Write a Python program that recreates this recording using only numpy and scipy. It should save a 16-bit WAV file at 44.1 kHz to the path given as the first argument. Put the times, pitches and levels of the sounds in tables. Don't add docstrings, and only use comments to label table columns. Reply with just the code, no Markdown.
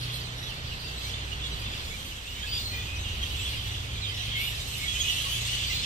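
import sys
import numpy as np
from scipy import signal
from scipy.fft import rfft, irfft
from scipy.io import wavfile
from scipy.ndimage import uniform_filter1d

SR = 44100
rng = np.random.default_rng(int(sys.argv[2]) if len(sys.argv) > 2 else 0)


def transcribe(u):
    v = np.clip(np.atleast_2d(u).T, -1, 1)
    q = np.round(v * 32767).astype(np.int16)
    wavfile.write(sys.argv[1], SR, q)


N = 257984

# (s, level dB)
CHORUS = [(0.0, -40), (0.28, -43), (1.71, -40), (2.1, -43.5), (2.56, -38.5), (2.66, -44.5), (2.74, -41), (3.49, -38),
          (3.89, -40.5), (4.1, -39.5), (4.12, -40), (4.45, -35), (4.64, -39.5), (4.95, -35.5), (5.05, -32.5), (5.34, -34.5),
          (5.82, -34), (5.85, -35)]
CHORUS_COLOUR = [(710, -46), (1200, -12.5), (1490, -21), (2260, -8), (2800, -1.5), (3400, -1), (5220, -15.5), (8100, -18.5),
                 (9520, -18.5), (10900, -24.5), (12200, -18.5), (12900, -17.5), (14600, -25), (15600, -36)]
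CALLS_PER_S, BLUR_DB = 520, -1
# (s, length s, start Hz, end Hz, dB, left-right dB)
SQUEAKS = [(0.017, 0.054, 4240, 4460, -44, -4), (0.122, 0.043, 4130, 4150, -45, -4), (0.231, 0.08, 4440, 3140, -44.5, -8),
           (0.2, 0.039, 4500, 4700, -44, -6), (0.287, 0.076, 3130, 3070, -47.5, -8), (0.458, 0.068, 3700, 2620, -41.5, -6), (0.702, 0.035, 2850, 2800, -45, -4), (0.702, 0.22, 4500, 4530, -50.5, -7),
           (0.977, 0.09, 4550, 4950, -48, -6), (1.016, 0.09, 2200, 2365, -50, -5), (1.088, 0.04, 3630, 2840, -43, -4), (1.132, 0.028, 3510, 3570, -39, -2),
           (1.31, 0.051, 2910, 2760, -41.5, -7), (1.411, 0.077, 3560, 3260, -40.5, -2), (1.436, 0.044, 3830, 3770, -38, -1),
           (1.508, 0.063, 3950, 3950, -43, -4), (1.642, 0.043, 3630, 3450, -38.5, 1), (1.902, 0.059, 2190, 2420, -47, -8),
           (2.246, 0.067, 2564, 2950, -46, -1), (2.314, 0.09, 2810, 3190, -45, 3), (2.397, 0.075, 2955, 3550, -39.5, -2), (2.42, 0.12, 2450, 2750, -48.5, 2), (2.425, 0.037, 1593, 1800, -43, 0),
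           (2.474, 0.11, 2950, 3350, -43.5, -1), (2.482, 0.04, 4570, 4450, -40, 1), (2.552, 0.07, 3240, 3950, -38, 2),
           (2.692, 0.14, 2020, 1966, -45, 4), (2.705, 0.14, 2442, 2452, -41, 3), (2.763, 0.063, 3500, 3440, -41.5, 3),
           (2.862, 0.14, 2480, 2550, -43, 6), (2.952, 0.032, 6120, 5660, -49.5, 1), (2.992, 0.056, 6370, 6260, -47, 1),
           (3.037, 0.06, 3300, 3080, -41, -6), (3.041, 0.12, 2870, 2800, -40, -2), (3.197, 0.081, 3220, 3300, -39, -2),
           (3.223, 0.078, 2700, 2730, -45, -2), (3.357, 0.11, 7500, 7850, -52, -3), (3.301, 0.088, 3020, 2800, -43, 2),
           (3.385, 0.044, 2580, 2706, -41, 4), (3.501, 0.071, 2940, 2790, -41.5, 3), (3.701, 0.08, 2954, 2740, -44.5, 1),
           (3.738, 0.073, 3600, 3270, -42, 2), (4.007, 0.068, 4250, 3300, -38.5, -6.5), (4.039, 0.08, 3240, 3128, -36, 0),
           (4.11, 0.04, 2100, 2000, -43, 3), (4.182, 0.055, 3005, 3310, -41, 0), (4.313, 0.093, 3400, 2996, -37.5, 0), (4.343, 0.08, 2146, 2207, -35.5, 4),
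           (4.39, 0.081, 2167, 2475, -38, 4), (4.415, 0.066, 3670, 3630, -45, 5), (4.426, 0.11, 2920, 2850, -38.5, -1),
           (4.775, 0.109, 2118, 2257, -41, 3), (4.869, 0.068, 3343, 3283, -34.5, -3), (4.927, 0.045, 7700, 7400, -50, 2),
           (4.92, 0.093, 2410, 2580, -44.5, 4), (5.001, 0.037, 6630, 6430, -33.5, -8), (5.03, 0.1, 2940, 2950, -33, -1),
           (4.992, 0.031, 3390, 3310, -32, -1), (5.03, 0.065, 2520, 2600, -39, 0),
           (5.111, 0.11, 2660, 2800, -40, 7), (5.23, 0.13, 2820, 3106, -36, 3), (5.245, 0.033, 1100, 1120, -46.5, 9),
           (5.453, 0.042, 7970, 7700, -50, -7), (5.471, 0.13, 2940, 2940, -41, 11), (5.5, 0.12, 7920, 7740, -53.5, -4),
           (5.572, 0.12, 3210, 3560, -40.5, 3), (5.595, 0.078, 7600, 7830, -51, -5), (5.647, 0.086, 4580, 4830, -43.5, 6),
           (5.658, 0.044, 3110, 3100, -39, 6), (5.691, 0.043, 2040, 2096, -43, -2), (5.693, 0.14, 4100, 4150, -40, -1)]
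# (s, length s, start Hz, end Hz, level dB, dB gained per harmonic, left-right dB)
SCREECHES = [(0.0, 0.064, 2722, 2710, -57, 3, 7), (0.117, 0.066, 3530, 3150, -41, -1.5, -3), (0.36, 0.14, 1860, 1960, -43, -1.5, -2),
             (2.468, 0.05, 4585, 4670, -39, -12, 4), (2.511, 0.09, 4755, 4870, -30.5, -16, 1), (2.599, 0.16, 4250, 4200, -37, -6, -1),
             (3.44, 0.067, 3520, 3240, -37, -4.5, 2), (4.127, 0.14, 1844, 2010, -38.5, -2.5, -1), (4.383, 0.12, 2270, 2560, -53.5, 3.5, -7),
             (4.942, 0.09, 2970, 3230, -32.5, -4, -1), (5.031, 0.36, 3256, 3440, -44.5, 3.5, -5.5)]
# (s, Hz, dB)
WHISTLES = [[(2.22, 13000, -70), (2.31, 14400, -66), (2.35, 15100, -63), (2.42, 14500, -66), (2.49, 15100, -61), (2.6, 14720, -60),
             (2.67, 15050, -60), (2.76, 15300, -57), (2.86, 14500, -62), (2.95, 12800, -68)],
            [(5.62, 13350, -62), (5.72, 15250, -53), (5.8, 15520, -53)]]
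# (s, firing pattern Hz, dB of its multiples 3, 4 and 5)
LORRY = [(0.0, 29.9, -54, -41, -49), (0.93, 30.6, -49, -49, -51), (1.02, 31.2, -50, -49, -66), (1.53, 35.7, -52, -44, -58), (1.66, 35, -44, -55, -66),
         (2.12, 20.0, -48, -52, -55), (2.38, 19.9, -50, -45, -56), (2.66, 20.4, -44, -46, -43), (2.95, 21.4, -43, -39, -45), (3.55, 23.3, -41, -48, -48),
         (3.81, 24.2, -45, -39, -46), (4.45, 27.9, -48, -43, -54), (5.03, 27.8, -48, -48, -52), (5.42, 29.4, -53, -39, -54),
         (5.85, 31.8, -50, -44, -52)]
# (s, rumble dB, tyre roar dB)
ROAD = [(0, -42, -46), (.35, -46, -45), (.7, -41.5, -46), (.9, -46, -45.5), (1.8, -40, -45), (2.28, -45.5, -49.5), (2.5, -40.5, -47),
        (2.9, -39.5, -45.5), (3.6, -39, -46.5), (4.2, -42, -47), (5, -41.5, -47), (5.45, -43.5, -46), (5.85, -40, -46.5)]
RUMBLE = [(8.8, -39), (15, -13), (48, -1.5), (76, -3), (122, -9.5), (182, -20.5), (250, -26), (320, -31), (550, -120)]   # (Hz, dB per Hz)
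ROAR = [(76, -42), (130, -18), (183, -13.5), (316, -16.5), (382, -12.5), (627, -15.5), (1470, -16), (2200, -14), (2860, -57),
        (4840, -120)]
LIKENESS = [(60, 0.9), (130, 1), (290, 0.82), (640, 0.2), (1400, -0.51), (2200, -0.62)]   # (Hz, left-right likeness of the road)
PORTS = [(100, -0.8), (700, -1.5), (3000, -4), (5200, -1), (7000, -3), (9200, 3), (11000, 2), (12500, -5), (15000, -8.5)]   # (Hz, left-right dB)
LAG_SAMPLES = 16.5
TREES_T60_S, TREES_DB = .25, 0
CUTOFF_HZ = 15750
HUM = [(0, -44), (.3, -62), (.67, -48.5), (1.19, -38), (1.68, -41.5), (1.95, -63), (3.6, -41.5), (4.7, -46.5), (5, -42), (5.2, -48), (5.45, -42), (5.85, -48)]
# (s, dB of the shrill edge 4-5.4 kHz, dB at 5.4-8.4 kHz, dB above 8.4 kHz)
TREBLE = [(0.0, -41.5, -52, -58), (0.16, -44.5, -53.5, -51.5), (0.28, -50, -50, -59.5), (0.67, -46.5, -57.5, -60.5),
          (0.94, -47, -53, -59), (1.09, -44, -49.5, -51), (1.14, -51.5, -53, -61.5), (1.84, -45, -50, -55.5),
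          (2.07, -50, -52, -53), (2.25, -54, -50.5, -60), (2.61, -45.5, -50, -54), (3.0, -52, -51.5, -60),
          (3.49, -45.5, -49.5, -51), (4.01, -50.5, -50.5, -58), (4.22, -48, -50.5, -56), (4.33, -48, -51, -57),
          (4.43, -49, -51, -44.5), (4.58, -46, -46.5, -51), (5.0, -47, -41.5, -50.5), (5.25, -43.5, -42.5, -50),
          (5.47, -42.5, -41, -50), (5.85, -40, -43.5, -53.5)]
THROAT = [(1800, -16), (3500, 0), (5800, -8), (7600, -23), (9800, -11), (12000, -8), (14500, -29)]   # (Hz, dB) colour of a screech
HUM_HZ, HUM_WAVER_HZ = 60.2, 1.48
EDGE_DB = None
FLICKER_DB, FLICKERS_PER_S = 1, 10
NEAR_TREES_DB = -5


def amp(db):
    return 10 ** (np.asarray(db) / 20)


def rms_one(x):
    return x / np.sqrt(np.mean(x ** 2) + 1e-20)


def in_time(rows):
    s, *columns = np.transpose(rows)
    return [np.interp(np.arange(N) / SR, s, c) for c in columns]


def at_hz(points):
    hz, value = np.transpose(points)
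    return np.interp(np.log(np.arange(N // 2 + 1) * SR / N + 1), np.log(hz), value)


def drift(rate, size):
    return np.interp(np.arange(size) * rate / SR, np.arange(size * rate // SR + 2), rng.standard_normal(int(size * rate // SR + 2)))


def add(out, s, length, start_hz, end_hz, harmonics_db, pan_db, lag, rough, chatter_db, soft=0.71):
    size = int(length * SR) + 64
    along = np.linspace(0, 1, size)
    pitch = (start_hz + (end_hz - start_hz) * along) * (1 + rough * drift(400, size))
    phase = 2 * np.pi * np.cumsum(pitch) / SR + rng.uniform(0, 2 * np.pi)
    call = sum(amp(db) * np.sin(k * phase) for k, db in enumerate(harmonics_db, 1) if k * pitch.max() < .45 * SR)
    swell = np.sin(np.pi * along ** 0.9).clip(0) ** soft
    call = call * swell * amp(chatter_db * drift(90, size)) * np.sqrt(2)
    for side, delay, gain in ((0, 0, amp(pan_db / 2)), (1, lag, amp(-pan_db / 2))):
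        at = max(int(s * SR + delay), 0)
        out[side, at:at + size] += gain * call[:N - at]


def trees(x, wet_db):
    t = np.arange(int(TREES_T60_S * SR)) / SR
    wash = rng.standard_normal((2, len(t))) * amp(-60 * t / TREES_T60_S) * (t > .004)
    wash = wash / np.sqrt((wash ** 2).sum(axis=1, keepdims=True))
    return x + amp(wet_db) * signal.fftconvolve(x, wash, axes=1)[:, :N]


def chorus():
    levels_db = in_time(CHORUS) + in_time(TREBLE)
    calls = np.zeros((2, N))
    for s, length, pitch, glide, loud, pan, lag, bright, hoarse in rng.random((int(CALLS_PER_S * N / SR), 9)):
        hz = 1700 * 2.9 ** pitch
        overtones_db = 5 * loud - (4 + 6 * bright) * np.arange(8) + rng.normal(0, 1.5, 8)
        spot = LAG_SAMPLES + 2 * (lag - .5) if lag < .45 else 72 * (lag - .72)
        add(calls, s * N / SR, .015 + .06 * length ** 3, hz, hz * (.82 + .34 * glide), overtones_db, 8 * (pan - .5), spot,
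            rough=.006 + .04 * hoarse ** 3, chatter_db=5)
    calls = rfft(trees(calls, TREES_DB))
    calls = calls / np.sqrt(uniform_filter1d(np.abs(calls) ** 2, size=4000) + 1e-9)
    left, other = rng.standard_normal((2, N))
    blur = rfft([left, .35 * np.roll(left, round(LAG_SAMPLES)) + .94 * other]) / np.sqrt(N)
    both = (calls + amp(BLUR_DB) * blur) * amp(at_hz(CHORUS_COLOUR))
    steps = [1, above(4056), above(5440), above(8430), 0]
    bands = (rms_one(irfft(both * (low - high), N)) for low, high in zip(steps, steps[1:]))
    return sum(amp(db + FLICKER_DB * drift(FLICKERS_PER_S, N)) * band for db, band in zip(levels_db, bands))


def near_bats():
    out, order = np.zeros((2, N)), np.arange(6)
    throat_hz, throat_db = np.transpose(THROAT)
    for s, length, start_hz, end_hz, db, pan_db in SQUEAKS:
        add(out, s, length, start_hz, end_hz, [db, db - 21], pan_db, LAG_SAMPLES, rough=0.013, chatter_db=3.0)
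    for s, length, start_hz, end_hz, db, gain_db, pan_db in SCREECHES:
        harmonics_db = db + gain_db * order + np.interp((order + 1) * (start_hz + end_hz) / 2, throat_hz, throat_db)
        add(out, s, length, start_hz, end_hz, harmonics_db, pan_db, LAG_SAMPLES, rough=0.0085, chatter_db=2.5, soft=0.38)
    return trees(out, NEAR_TREES_DB)


def whistles():
    out, t = 0, np.arange(N) / SR
    for rows in WHISTLES:
        hz, db = in_time(rows)
        sounding = np.clip(np.minimum(t - rows[0][0], rows[-1][0] - t) / .04, 0, 1)
        phase = 2 * np.pi * np.cumsum(uniform_filter1d(hz, size=1500) + 60 * drift(150, N)) / SR
        out = out + sounding * amp(db + 3.5 * drift(40, N)) * np.sqrt(2) * np.sin(phase)
    return out


def lorry():
    (hz, *orders_db), (hum_db,) = in_time(LORRY), in_time(HUM)
    phase = 2 * np.pi * np.cumsum(hz) / SR
    orders = sum(amp(db + 2.0 * drift(6.1, N)) * np.sin(k * phase + k * k) for k, db in enumerate(orders_db, 3))
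    hum = amp(hum_db + 1.0 * drift(6.3, N)) * np.sin(2 * np.pi * np.cumsum(HUM_HZ + HUM_WAVER_HZ * drift(3, N)) / SR)
    return np.sqrt(2) * (orders + hum)


def road():
    rumble_db, roar_db = in_time(ROAD)
    alike = np.clip(at_hz(LIKENESS), -1, 1)
    mid, side = rfft(rng.standard_normal((2, N)))
    noise = np.sqrt(1 + alike) * mid + np.sqrt(1 - alike) * side * [[1], [-1]]
    rumble, roar = (rms_one(irfft(noise * amp(at_hz(colour)), N)) for colour in (RUMBLE, ROAR))
    return amp(rumble_db) * rumble + amp(roar_db) * roar


def above(hz):
    return 1 / (1 + (hz / (np.arange(N // 2 + 1) * SR / N + 1)) ** 12)


def scene():
    ports = amp(at_hz(PORTS) / 2 * [[1], [-1]])
    return irfft(rfft(chorus() + near_bats() + whistles() + road() + lorry()) * ports, N)


def record(dry):
    return signal.sosfilt(signal.cheby2(20, 70, CUTOFF_HZ + 150, fs=SR, output="sos"), dry)


dry = scene()
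out = record(dry)
transcribe(out)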